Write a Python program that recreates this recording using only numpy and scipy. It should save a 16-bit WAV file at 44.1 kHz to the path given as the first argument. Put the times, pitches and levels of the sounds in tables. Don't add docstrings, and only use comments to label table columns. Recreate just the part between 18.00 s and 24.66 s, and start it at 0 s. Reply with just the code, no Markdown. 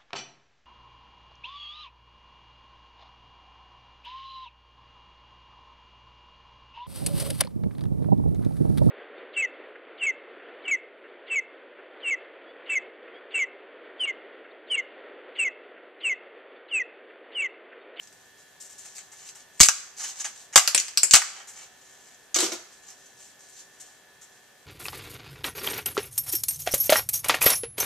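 import sys
import numpy as np
from scipy import signal
from scipy.fft import rfft, irfft, next_fast_len
from scipy.io import wavfile
from scipy.ndimage import map_coordinates

SR = 44100
rng = np.random.default_rng(int(sys.argv[2]) if len(sys.argv) > 2 else 0)


def output_pcm(signal):
    pcm = np.clip(np.atleast_2d(signal).T, -1, 1) * 32767
    wavfile.write(sys.argv[1], SR, np.round(pcm).astype(np.int16))


N = 293692

# centre [f/Hz], bandwidth [f/Hz], relative gain [level/dB]
DISC_MODES = [(536, 38, -8), (762, 140, 3), (1145, 120, 2.5), (1315, 233, 1), (1613, 130, 2.5),
              (1980, 570, 0), (2370, 63, -8.5), (2780, 22, -2), (3050, 130, 3.5), (3197, 160, 2)]


def amp(db):
    return 10 ** (np.asarray(db) / 20)


def unit(x):
    return x / np.sqrt(np.mean(x ** 2) + 1e-20)


def along(points, hz):
    f, value = np.transpose(points)
    return np.interp(np.log(hz + 1), np.log(f + 1), value)


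def wobble(rate):
    knots = rng.standard_normal(int(N * rate / SR) + 4)
    return map_coordinates(knots, [np.arange(N) * rate / SR])


def filtered(x, response):
    size = x.shape[-1]
    padded = 2 * next_fast_len(size // 2 + 4096)
    spectrum = rfft(x, padded) * response(np.fft.rfftfreq(padded, 1 / SR))
    return irfft(spectrum, padded)[..., :size]


def colour(points):
    def response(hz):
        cepstrum = irfft(np.log(amp(along(points, hz))))
        cepstrum[1:len(hz) - 1] *= 2
        cepstrum[len(hz):] = 0
        return np.exp(rfft(cepstrum))
    return response


def body(modes):
    def response(f):
        total = 0
        for k, (centre, width, db) in enumerate(modes):
            damping = 1j * f * width
            total = total + (-1) ** k * amp(db) * damping / (centre ** 2 - f ** 2 + damping)
        return total
    return response


def grains(size, spread_db):
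    strength_db = spread_db * rng.standard_normal(size // 16 + 1)
    strength = np.repeat(amp(strength_db), 16)[:size]
    return unit(rng.standard_normal(size) * strength)


def diffuse(size):
    # f/Hz, correlation [0 to 1]
    likeness = [(60, .4), (200, 0.55), (700, 0.71), (1400, 0.57), (3000, 0.3), (7000, 0.22), (14000, 0.055)]

    def mid_side(hz):
        turn = np.arccos(np.clip(along(likeness, hz), -1, 1)) / 2
        return np.array([np.cos(turn), np.sin(turn)])
    mid, side = filtered(rng.standard_normal((2, size)), mid_side)
    return np.array([mid + side, mid - side])


def add(track, s, sound):
    part = track[..., max(round(s * SR), 0):][..., :sound.shape[-1]]
    part += sound[..., :part.shape[-1]]


def room(x, near_db, far_db, near_t60=0.12):
    # f/Hz, decay by 60 dB [t/s]
    reverberation = [(150, 0.14), (500, 0.47), (1400, 0.71), (3000, 0.56), (6500, 0.54), (9000, 0.44),
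                     (13000, 0.39)]
    # delay [t/s], left gain [factor], right gain [factor]
    reflections = [(.0022, 0.16, .12), (.0058, 0.46, 0.14), (0.0121, .14, .08)]
    size = SR // 2
    t = np.arange(size) / SR
    hz, frame_t, bands = signal.stft(diffuse(size), SR, nperseg=256)
    decay = amp(-60 * frame_t / along(reverberation, hz)[:, None])
    tail = signal.istft(bands * decay, SR, nperseg=256)[1][:, :size]
    tail = unit(tail * (1 - np.exp(-t / .008)))
    scatter = unit(diffuse(size) * amp(-60 * t / near_t60) * (1 - np.exp(-t / 0.00043)))
    paths = (amp(near_db) * scatter + amp(far_db) * tail) / np.sqrt(size)
    paths[:, 0] += 1
    for delay, left, right in reflections:
        add(paths, delay, np.array([[left], [right]]))
    return signal.fftconvolve(x[None], paths, axes=1)


def burst(envelope, spectrum, modes, ring_db, centre_hz, spread_db, lead=0, breadth=0.98,
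          ring_db_per_octave=25):
    slips = envelope * grains(len(envelope), spread_db)
    slips[0] = lead * np.linalg.norm(slips)
    ring_hz = centre_hz * 2 ** (-ring_db / ring_db_per_octave)
    emphasis = body([(ring_hz, breadth * ring_hz, 0)])
    resonance = body(modes)
    ring = filtered(slips, lambda hz: resonance(hz) * emphasis(hz))
    direct = filtered(slips, colour(spectrum))
    sound = unit(direct) + amp(ring_db) * unit(ring)
    return sound * np.sqrt(np.mean(envelope ** 2))


def blows(rows, spectrum, modes, centre_hz, t60, spread_db, lead, near_db, far_db):
    out, t = np.zeros((2, N)), np.arange(SR // 8) / SR
    envelope = amp(-60 * t / t60)
    for s, db, ring_db in rows:
        sound = burst(envelope, spectrum, modes, ring_db, centre_hz, spread_db, lead)
        add(out, s, amp(db) * room(sound, near_db, far_db))
    return out


def swell(t, length, skew):
    return np.abs(np.sin(np.pi * np.clip(t / length, 0, 1) ** skew))


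def strokes(rows, spectrum, centre_hz, skew, spread_db):
    out, t = np.zeros(N), np.arange(SR // 6) / SR
    for s, length, db, ring_db in rows:
        envelope = swell(t, length, skew)
        add(out, s, amp(db) * burst(envelope, spectrum, DISC_MODES, ring_db, centre_hz, spread_db))
    return out


def printer_fan(drift=0.001033, flutter_db=1.5, air_db=-57.5):
    # f/Hz, rms level/dB before flutter
    partials = [(387.6, -73.5), (737.5, -74.5), (1480, -73.5), (1556, -74.5), (1712, -67), (1793, -66),
                (2649, -79), (3268, -74), (3348, -82), (3505, -80.5), (3973, -77.5)]
    # f/Hz, relative level/dB
    air_spectrum = [(15, -46.5), (25, -22), (126, -8.5), (231, -10), (293, -8), (353, -10.5), (382, -11),
                    (425, -7), (722, -7), (1400, -12), (1730, -8.5), (2380, -12.5), (3180, -13),
                    (4250, -14.5), (14000, -20.5)]
    running_time = np.cumsum(1 + drift * wobble(9.9)) / SR
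    whine = 0
    for hz, db in partials:
        level = np.sqrt(2) * amp(db + flutter_db * wobble(13.0))
        phase = rng.normal(0, 0.23, (2, 1))
        whine = whine + level * np.sin(2 * np.pi * hz * running_time + phase)
    return whine + amp(air_db) * unit(filtered(diffuse(N), colour(air_spectrum)))


def rubbing(unsteady_db=2.0, grip_db=-70.5, grip_ring_db=-16.5, grip_swing_db=2.5):
    # start [t/s], length [t/s], hiss [level/dB] ahead of the room,
    # disc ring re hiss [level/dB]; a firmer grip rings more
    slides = [(0, 0.066, -58.5, -18), (.37, 0.088, -68, -18), (0.71, 0.29, -56, -13),
              (0.933, 0.13, -57, -4.5), (1.144, 0.18, -53, -6.5), (1.261, 0.05, -54.5, -22),
              (1.357, 0.078, -57, -6), (1.529, 0.097, -62.5, -12), (1.962, 0.17, -38.5, -14),
              (2.149, 0.17, -45, -9.5), (2.332, .14, -54, -10), (3.338, 0.11, -54, 6),
              (3.524, 0.16, -52.5, -2.5), (3.647, 0.7, -64, -2.5), (4.676, 0.14, -59.5, -17),
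              (4.818, 0.15, -56.5, -6.5), (4.97, 0.19, -61.5, -20), (5.163, 0.17, -54, -21),
              (5.377, 0.17, -59.5, -17), (5.522, .12, -52, -20), (5.7, 0.33, -61, -8),
              (6.244, 0.24, -68.5, -6)]
    # f/Hz, relative level/dB
    skin_spectrum = [(300, -30.5), (1500, -10.5), (3500, -3), (6000, 2), (7500, 2.5), (10000, -8),
                     (13500, -15.5)]
    t = np.arange(N) / SR
    slips = grains(N, spread_db=6.0) * amp(unsteady_db * wobble(60))
    hiss = unit(filtered(slips, colour(skin_spectrum)))
    ring = unit(filtered(slips, body(DISC_MODES)))
    out = amp(grip_db + grip_swing_db * wobble(12)) * (hiss + amp(grip_ring_db) * ring)
    for s, length, db, ring_db in slides:
        stroke = swell(t[:round(length * SR)], length, skew=0.82)
        start = max(round(s * SR), 0)
        part = slice(start, start + len(stroke))
        sound = hiss[part] + amp(ring_db) * ring[part]
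        add(out, s, amp(db) * stroke[:len(sound)] * sound)
    return room(out, near_db=0.5, far_db=-4)[:, :N]


def breaking():
    # t/s, envelope peak level/dB ahead of ring and room, disc ring re slips [level/dB]
    fracture_rows = [(1.6027, 2, -4.5), (1.6085, 12, -17), (1.613, 2, -13), (1.616, 2.5, -17),
                     (1.631, 4, -12.5), (1.6338, 4, -18.5), (1.6862, 1.5, -6.5), (2.558, 7.5, -3),
                     (2.561, 9, -7), (2.5768, 5, -5), (2.5804, -10, -10.5), (3.1362, 7, -9),
                     (3.1385, 6.5, -9.5), (3.1435, 1.5, -3), (3.1518, 5, -8), (3.1603, 1, -10.5)]
    # the same columns, t/s, level/dB, ring [level/dB]
    crack_rows = [(.0738, -38, -26), (.1272, -40.5, -26), (.6035, -53, -22), (.9658, -31, -20),
                  (.9825, -28.5, -8.5), (1.2901, -29.5, -23), (1.5962, -19.5, -12), (1.6445, -8.5, -17),
                  (1.648, -4, -24), (1.658, -6, -10), (1.6842, -36, -1), (2.2105, -33.5, -16.5),
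                  (2.2475, -45, -8.5), (2.2545, -21.5, -13.5), (2.5953, -6, -17), (2.676, -2, -9),
                  (2.7476, .5, -25.5), (2.7783, -4, -31.5), (2.7994, -11.5, -14.5), (2.8825, -24, -5),
                  (2.9742, -.5, -17.5), (3.0326, 1, -28), (3.11, -2.5, -22), (3.1245, -15.5, -16.5),
                  (3.167, -3, -4), (3.2185, -18, 5.5)]
    # f/Hz, relative level/dB
    snap_spectrum = [(100, -26.5), (500, -14.5), (1200, -12), (2500, 2), (3600, -1), (4800, 7), (6200, 4.5),
                     (7800, 7.5), (10000, -4.5), (13500, -11.5)]
    ring_hz = 1431
    fractures = blows(fracture_rows, snap_spectrum, DISC_MODES, ring_hz, t60=0.007,
                      spread_db=7.0, lead=0.34, near_db=-5.5, far_db=-17.5)
    cracks = blows(crack_rows, snap_spectrum, DISC_MODES, ring_hz, t60=0.0037,
                   spread_db=5.5, lead=0.79, near_db=1.5, far_db=-9.5)
    return fractures + cracks


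def scrapes():
    # start [t/s], length [t/s], envelope peak [level/dB] ahead of ring and room,
    # disc ring re slips [level/dB]
    creak_rows = [(1.992, 0.06, -44, 1), (2.036, 0.03, -35, -2.5), (2.198, .026, -34, -8.5),
                  (2.241, 0.033, -34.5, 0.5), (2.526, .028, -41, 0.5), (3.121, 0.05, -25, -11.5)]
    # t/s, length [t/s], level/dB, ring [level/dB], as for creaks
    brush_rows = [(.600, 0.06, -45.5, -27), (.645, 0.056, -49.5, -18), (.692, 0.068, -50.5, -13),
                  (.781, 0.038, -46.5, -30), (.850, 0.03, -45.5, -7.5), (.950, .048, -46, -14),
                  (1.116, 0.047, -49.5, -5.5), (1.350, 0.037, -49.5, -5.5), (3.472, 0.077, -46.5, -9),
                  (5.800, 0.038, -45, -23), (6.212, 0.052, -51.5, -8.5)]
    # f/Hz, relative level/dB
    grind_spectrum = [(300, -27), (1500, -10), (3500, -15), (5000, -9), (6500, 1.5), (7800, -6.5),
                      (10000, -13), (13500, -28.5)]
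    # f/Hz, relative level/dB
    fingertip_spectrum = [(300, -18), (1500, -12.5), (3500, -4.5), (6000, 3.5), (7500, 7), (10000, -4),
                          (13500, -9)]
    creaks = strokes(creak_rows, grind_spectrum, centre_hz=1684, skew=0.49, spread_db=3.5)
    brushes = strokes(brush_rows, fingertip_spectrum, centre_hz=1100, skew=0.37, spread_db=2.5)
    return room(creaks + brushes, near_db=-2, far_db=-11.0)[:, :N]


def thumps(corner_hz=75, t60=0.027, right_db=-14):
    # t/s, envelope peak level/dB ahead of the port gains
    thump_rows = [(1.605, -4.5), (1.609, -16), (3.138, -17)]
    out, t = np.zeros((2, N)), np.arange(SR // 10) / SR
    envelope = amp(-60 * t / t60)
    lowpass = signal.butter(2, corner_hz, fs=SR, output="sos")
    for s, db in thump_rows:
        for port in out:
            thump = signal.sosfilt(lowpass, envelope * rng.standard_normal(len(t)))
            add(port, s, amp(db) * unit(thump) * np.sqrt(np.mean(envelope ** 2)))
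    return out * amp([[0], [right_db]])


def dropped_piece():
    # t/s, envelope peak level/dB ahead of ring and room, bin boom re slips [level/dB]
    landings = [(4.344, -19, -42), (4.359, -16.5, -12.5), (4.386, -17.5, -10.5), (4.402, -16.5, -20),
                (4.418, -24.5, -7), (4.428, -22.5, -0.5), (4.442, -23, -23), (4.461, -27, -6),
                (4.484, -39.5, 1), (4.519, -27.5, -1.5), (4.534, -32.5, -6), (4.551, -40, -8)]
    # f/Hz, relative level/dB
    rattle_spectrum = [(100, -34), (200, -31), (400, -14.5), (1200, -1), (2500, 1.5), (4500, 3.5),
                       (7500, 2), (10000, -7), (13500, -13)]
    # centre [f/Hz], bandwidth [f/Hz], relative gain [level/dB]
    bin_modes = [(220, 61, -5.5), (351, 61, 4), (405, 40, 4.5), (493, 210, -3), (774, 50, 3.5),
                 (840, 210, -4), (1380, 120, -31)]
    return blows(landings, rattle_spectrum, bin_modes, centre_hz=315, t60=.045,
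                 spread_db=7.5, lead=0.14, near_db=0.5, far_db=-6.5)


def scene(left_lag=.000016):
    # f/Hz, gain [level/dB]
    left_port = [(3000, -3.5), (5500, -3.5), (6800, 2.5), (7900, 4.5), (9500, 1), (13000, 0.5)]
    # f/Hz, gain [level/dB]
    right_port = [(3000, -2.5), (5000, -1.5), (6300, 5.5), (7900, -6.5), (9500, -11.5), (13000, -7.5)]
    fan = printer_fan()
    left, right = rubbing() + breaking() + scrapes() + thumps() + dropped_piece()
    left = filtered(left, lambda hz: colour(left_port)(hz) * np.exp(-2j * np.pi * hz * left_lag))
    right = filtered(right, colour(right_port))
    return np.array([left, right]) + fan


def record(dry, ceiling=0.86, edge_hz=14100, duck_db=3, release=0.12, top_hz=15342):
    lowpass = signal.ellip(8, .1, 70, edge_hz, fs=SR, output="sos")
    x = signal.sosfilt(lowpass, dry)
    overload = np.abs(x).max(axis=0) > ceiling
    charge = signal.lfilter([1], [1, -np.exp(-1 / (release * SR))], overload)
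    x = x * amp(-duck_db * np.tanh(charge / 250))
    clipped = x / (1 + np.abs(x / ceiling) ** 6) ** (1 / 6)
    return filtered(clipped, lambda hz: 1 / (1 + (hz / top_hz) ** 100))


dry = scene()
out = record(dry)
output_pcm(out)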